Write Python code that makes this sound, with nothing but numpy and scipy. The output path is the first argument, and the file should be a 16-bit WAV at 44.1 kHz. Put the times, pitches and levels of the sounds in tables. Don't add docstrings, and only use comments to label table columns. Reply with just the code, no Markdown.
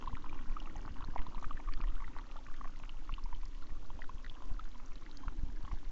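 import sys
import numpy as np
from scipy import signal
from scipy.fft import rfft, irfft, next_fast_len
from scipy.io import wavfile
from scipy.ndimage import uniform_filter1d, map_coordinates

SR = 44100
rng = np.random.default_rng(int(sys.argv[2]) if len(sys.argv) > 2 else 0)


def file_out(sig):
    cols = np.atleast_2d(sig).T
    lim = np.clip(cols, -1, 1)
    pcm = np.round(lim * 32767).astype(np.int16)
    wavfile.write(sys.argv[1], SR, pcm)


N = 260631


def amp(db):
    return 10 ** (np.asarray(db) / 20)


def unit(x):
    return x / np.sqrt(np.mean(x ** 2) + 1e-20)


def curves(rows):
    times, *columns = np.transpose(rows)
    return [np.interp(np.arange(N) / SR, times, column) for column in columns]


def wobble(knots_per_s):
    return map_coordinates(rng.standard_normal(4096), [np.arange(N) * knots_per_s / SR], mode="wrap")


def filtered(x, response):
    size = next_fast_len(N + SR // 2)
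    return irfft(rfft(x, size) * response(np.fft.rfftfreq(size, 1 / SR)), size)[:N]


def gain_at(spectrum, hz):
    points_hz, db = np.transpose(spectrum)
    return amp(np.interp(np.log(hz + 1), np.log(points_hz), db))


def rush(spectrum):
    return unit(filtered(rng.standard_normal(N), lambda hz: gain_at(spectrum, hz)))


def resonance(f, hz, width_hz):
    return 1j * f * width_hz / (hz * hz - f * f + 1j * f * width_hz)


def evened(x, seconds):
    window = int(seconds * SR) + 1
    power = np.abs(uniform_filter1d(x ** 2, window))
    return unit(x / np.sqrt(uniform_filter1d(power, window) + 0.0045))


# frequency in Hz, relative level in dB.
TURBULENCE_SPECTRUM = [(20, -30.5), (45, -3.5), (65, -4), (90, -3.5), (150, -14.5), (300, -28),
                       (600, -32.5), (1500, -100)]

def eddies(count, spread_db):
    when, size, side = rng.random((count, 3)).T
    moments = ((np.arange(count) + 2 * when) * N / count).astype(int)
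    kicks = np.bincount(moments, amp(spread_db * size) * np.sign(side - .5), N)[:N]
    return unit(filtered(kicks, lambda hz: gain_at(TURBULENCE_SPECTRUM, hz)))


# frequency in Hz, relative level in dB.
SURGE_SPECTRUM = [(7, -10), (18, -11), (27, -18), (38, -24.5), (60, -45), (120, -62), (300, -120)]
# time in seconds, surge and turbulence in relative dB.
FLOW_LEVELS = [(0.05, -42, -55), (0.45, -33.5, -53), (0.63, -39.5, -62), (0.85, -39.5, -53),
               (1.45, -37, -54.5), (1.9, -31, -62), (2.3, -46.5, -58), (2.5, -36, -56.5), (2.75, -40, -60),
               (3.6, -39.5, -56), (3.92, -36.5, -55), (4.27, -43.5, -56.5), (4.5, -36.5, -63.5),
               (5.1, -43.5, -59.5), (5.45, -38.5, -52.5), (5.91, -38, -56)]

def flow():
    surge_db, turbulence_db = curves(FLOW_LEVELS)
    surge = amp(surge_db + 3.5) * evened(rush(SURGE_SPECTRUM), seconds=0.17)
    return surge + amp(turbulence_db - 4.5) * eddies(count=210, spread_db=9)


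def ring(peak_s, db, hz, life):
    glide = 0.028
    samples = np.arange(SR // 40)
    cycles = hz[:, None] * samples / SR
    age = cycles / life[:, None]
    start_phase, slide = rng.random((len(peak_s), 2)).T[..., None]
    phase = start_phase + cycles * (1 + glide * (2 * slide - .5) * (age - 2))
    envelope = amp(db)[:, None] * (age * np.exp(1 - age)) ** 2
    waves = envelope * np.sin(2 * np.pi * phase)
    onsets = np.abs((peak_s - life / hz)[:, None] * SR).astype(int)
    return np.bincount((onsets + samples).ravel(), waves.ravel(), N)[:N]


def swarm(spectrum, count, spread_db, life):
    when, which, faintness, length = rng.random((count, 4)).T
    grid_hz = np.linspace(750, 6500, 600)
    share = np.cumsum(gain_at(spectrum, grid_hz) ** 2 * np.sqrt(grid_hz))
    hz = np.interp(which, share / share[-1], grid_hz)
    db = -spread_db * np.log(faintness + .07)
    return unit(ring(when * N / SR, db, hz, life * (.5 + length)))


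def scatter(x, t60=0.019):
    t = np.arange(SR // 20) / SR
    knots = np.linspace(0, N, 24)
    echoes = np.zeros(N)
    for centre in knots:
        tail = rng.standard_normal(len(t)) * amp(-60 * t / t60) * (1 - np.exp(-t / 0.0013))
        crossfade = np.clip(1 - np.abs(np.arange(N) - centre) / knots[1], 0, 1)
        echoes += signal.oaconvolve(x * crossfade, tail / np.linalg.norm(tail))[:N]
    return echoes


# frequency in Hz, relative level in dB.
FOAM_SPECTRUM = [(200, -34.5), (450, -6), (580, 2), (680, -9.5), (830, -2), (1040, 4.5), (1270, -1.5),
                 (1500, -7.5), (1900, -5), (2400, -16), (2850, -7), (3800, -23.5), (7500, -33.5)]
FIZZ_SPECTRUM = [(300, -10.5), (1000, 4.5), (2000, -0.5), (3200, -1), (4800, -4), (6500, -4), (7600, -12.5)]
# time in seconds, then drone, foam and far wash in relative dB.
SURF_LEVELS = [(0, -59, -62, -73), (1.7, -62, -63.5, -73), (2.3, -64, -66, -74),
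               (3.45, -66.5, -71.5, -77.5), (3.62, -66.5, -70.5, -72.5), (4.7, -66, -68.5, -71.5),
               (5.35, -61, -69, -78.5), (5.91, -66, -65, -76.5)]

def foam():
    _, foam_db, _ = curves(SURF_LEVELS)
    swell = amp(foam_db + 0.95 * wobble(7.2))
    plips = swarm(FOAM_SPECTRUM, count=1000, spread_db=5, life=1.3)
    ticks = swarm(FIZZ_SPECTRUM, count=800, spread_db=5, life=1.5)
    crackle = amp(0.5) * swell * plips + amp(-72) * ticks
    echoes = amp(-3.5) * scatter(crackle)
    blur = amp(-5.5) * swell * rush(FOAM_SPECTRUM)
    fizz = amp(-69) * rush(FIZZ_SPECTRUM)
    return crackle + echoes + blur + fizz


# frequency in Hz, relative level in dB.
WASH_SPECTRUM = [(250, -21), (450, -4.5), (570, -3.5), (720, -9), (1100, -32)]

def far_wash():
    _, _, wash_db = curves(SURF_LEVELS)
    return amp(wash_db + 2.4 * wobble(5)) * rush(WASH_SPECTRUM)


# frequency in Hz, relative level in dB.
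DRONE_SPECTRUM = [(80, -27), (160, -4.5), (215, -4.5), (282, 3), (325, -2.5), (420, -12.5), (600, -22),
                  (1500, -60.5)]

def drone():
    drone_db, _, _ = curves(SURF_LEVELS)
    steady = rush(DRONE_SPECTRUM)
    speed = 1 + 0.04 * wobble(12)
    hum = map_coordinates(steady, [np.cumsum(speed)], mode="mirror")
    return amp(drone_db + 2 + 1.1 * wobble(12)) * hum


# frequency in Hz, width in Hz, gain in dB.
HOUSING_MODES = [(585, 92, 7), (1070, 740, 2), (1630, 450, -4.5), (2680, 88, -8.5)]

def housing(x):
    return filtered(x, lambda f: sum(amp(db) * resonance(f, hz, width) for hz, width, db in HOUSING_MODES))


# time of the peak in seconds, peak level in dB, pitch in Hz, life in cycles.
NEAR_BUBBLES = [(0.025, -43, 1110, 0.68), (0.041, -50, 1020, 1.9), (0.076, -39.5, 1056, 3.4),
                (0.13, -47, 970, 1.77), (0.153, -41.5, 2000, 1.66), (0.17, -42.5, 1210, 1.4),
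                (0.244, -44.5, 1050, 2.1), (0.263, -45.5, 1040, 1.63), (0.295, -47, 2280, 3.6),
                (0.329, -42, 1030, 1.2), (0.355, -52, 925, 1.6), (0.568, -39, 1260, 3.5),
                (0.602, -43.5, 3030, 2.9), (0.658, -47.5, 1000, 1.7), (0.674, -44, 1220, 2.2),
                (0.698, -48, 1870, 2.9), (0.758, -45, 850, 1.07), (0.765, -50, 6200, 4.5),
                (0.793, -49, 880, 0.7), (0.852, -41.5, 1050, 0.95), (0.879, -38, 1090, 1.3),
                (0.968, -46.5, 1040, 1.9), (1.008, -42, 1040, 1.9), (1.025, -43.5, 1200, 2),
                (1.041, -40.5, 1090, 1), (1.047, -49.5, 4100, 4.1), (1.161, -29.5, 836, 0.94),
                (1.181, -40, 2070, 1.9), (1.19, -42, 1020, 1.06), (1.193, -43.5, 1900, 2.6),
                (1.217, -45, 1120, 1.03), (1.267, -42, 1030, 2.1), (1.348, -42.5, 990, 2.05),
                (1.381, -42.5, 1040, 2.9), (1.427, -37.5, 980, 1.16), (1.444, -34.5, 1270, 1),
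                (1.51, -37.5, 1100, 1.7), (1.574, -45, 1640, 2.6), (1.601, -40, 900, 2),
                (1.676, -47, 1120, 2), (1.688, -39, 1045, 1.9), (1.724, -45, 2100, 1.2),
                (1.737, -43.5, 4550, 2.9), (1.738, -41, 1880, 0.72), (1.805, -39.5, 1130, 1),
                (1.814, -42, 2510, 1.5), (1.838, -40.5, 1000, 1.2), (1.878, -45.5, 1030, 1.2),
                (1.967, -49.5, 1300, 2.1), (2.004, -46, 1080, 2.4), (2.023, -44, 1046, 3),
                (2.043, -46.5, 1880, 2.8), (2.079, -46, 1290, 1.2), (2.166, -38, 970, 1.5),
                (2.187, -42, 1410, 0.71), (2.195, -45.5, 1090, 1.63), (2.314, -45.5, 2700, 0.89),
                (2.359, -44, 820, 1.27), (2.366, -42.5, 1230, 2.85), (2.389, -47, 880, 2.5),
                (2.466, -43, 1530, 1.4), (2.486, -48, 1000, 1.56), (2.542, -45.5, 1670, 1.44),
                (2.612, -39, 1030, 1.54), (2.645, -41, 1040, 2.4), (2.655, -42, 1000, 0.53),
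                (2.675, -46.5, 1110, 1.4), (2.8, -44.5, 860, 0.62), (2.836, -42.5, 1130, 0.69),
                (2.894, -41, 2900, 2.5), (3.094, -36.5, 1100, 1.06), (3.124, -47, 2540, 1.7),
                (3.14, -38, 2860, 2.2), (3.183, -41.5, 1060, 2.4), (3.24, -48.5, 5060, 2.8),
                (3.259, -46.5, 980, 2.25), (3.328, -42, 995, 1.8), (3.348, -51, 3040, 7),
                (3.434, -47.5, 1050, 1.45), (3.455, -47, 4930, 1.8), (3.625, -50, 1290, 1.94),
                (3.903, -43.5, 945, 1.1), (3.992, -43.5, 790, 0.9), (4.02, -38.5, 1830, 2.2),
                (4.042, -44, 1510, 1.15), (4.094, -44, 1023, 2.2), (4.246, -42, 1830, 1.84),
                (4.264, -41.5, 1790, 1.7), (4.298, -41.5, 3340, 4), (4.406, -50, 1040, 1.8),
                (4.422, -43, 980, 0.81), (4.595, -41, 1240, 3.3), (4.756, -52, 1030, 2.2),
                (4.8, -50, 1100, 1.6), (4.861, -52.5, 6040, 4), (4.957, -48, 4060, 2.1),
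                (5.023, -50, 1090, 2.2), (5.064, -45, 1820, 1.3), (5.114, -45.5, 3820, 1.7),
                (5.172, -41, 4600, 2.1), (5.236, -49.5, 1030, 4.1), (5.282, -34.5, 1254, 1.14),
                (5.65, -45.5, 1020, 1.15), (5.678, -46.5, 1060, 1.9), (5.715, -41.5, 1040, 1.66)]

def near_bubbles():
    peak_s, db, hz, life = np.transpose(NEAR_BUBBLES)
    delay, smallness, strength = rng.random((len(peak_s), 3)).T
    shed_limit_db = -42.5
    shed_s = peak_s + 0.0025 * (delay - .25)
    shed_hz = np.minimum(hz + 600 + 2200 * smallness ** 2, 6500)
    shed_db = np.minimum(db, shed_limit_db) - 8 + 6 * strength - 4 * smallness
    plips = ring(peak_s, db, hz, life) + ring(shed_s, shed_db, shed_hz, life=1 + smallness)
    return plips + scatter(amp(-13.5) * plips + amp(-3) * housing(plips))


# time in seconds, relative level in dB, width in seconds.
EDDY_BUMPS = [(0.086, -32, 0.0042), (0.138, -23, 0.0041), (0.343, -42, 0.0029), (0.399, -31.5, 0.0066),
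              (0.515, -27.5, 0.011), (0.77, -32, 0.0029), (0.861, -32.5, 0.0028), (0.91, -25, 0.0081),
              (1.034, -31.5, 0.0035), (1.088, -26, 0.00087), (1.198, -19.5, 0.012), (1.285, -31.5, 0.0016),
              (1.376, -27, 0.0005), (1.466, -28, 0.0051), (1.547, -25, 0.012), (1.802, -30, 0.00092),
              (2.086, -23.5, 0.017), (3.13, -25.5, 0.008), (3.246, -30.5, 0.0041), (3.336, -23, 0.015),
              (3.722, -32, 0.0041), (3.952, -34, 0.0034), (4.151, -29, 0.0088), (4.517, -25.5, 0.005),
              (5.277, -24, 0.0059), (5.392, -28, 0.004), (5.435, -22.5, 0.0032), (5.495, -32.5, 0.0036),
              (5.641, -29, 0.0035), (5.734, -25, 0.0036)]

def bumps():
    t = np.arange(N) / SR
    pressure = np.zeros(N)
    for centre_s, db, width_s in EDDY_BUMPS:
        away_s = np.hypot(t - centre_s, 0.00075)
        cusp = np.exp(-np.minimum(away_s / width_s, 20))
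        pressure += amp(db) * rng.choice([-1, 1]) * cusp
    return filtered(pressure, lambda f: 1 + amp(3) * resonance(f, hz=282, width_hz=81))


# start in seconds, end in seconds, level in dB.
WHINE_SPELLS = [(2.525, 2.697, -72.5), (5.127, 5.3, -70.5)]
# frequency in Hz, relative level in dB.
WHINE_PARTIALS = [(1593, -5.5), (3186, -7), (6372, -9.5)]

def whine():
    t = np.arange(N) / SR
    gate = sum(amp(db) * np.clip(np.minimum(t - start, end - t) / 0.011, 0, 1)
               for start, end, db in WHINE_SPELLS)
    clock = np.cumsum(1 + 0.015 * wobble(60)) / SR
    tone = sum(amp(db) * np.sin(2 * np.pi * hz * clock) for hz, db in WHINE_PARTIALS)
    return gate * np.sqrt(2) * tone


def scene():
    return (near_bubbles() + foam() + far_wash() + flow() + bumps() + drone() + whine())[None]


def record(dry):
    top_hz = 7700
    return filtered(dry[0], lambda hz: 1 / np.sqrt(1 + (hz / top_hz) ** 120))[None]


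dry = scene()
out = record(dry)
file_out(out)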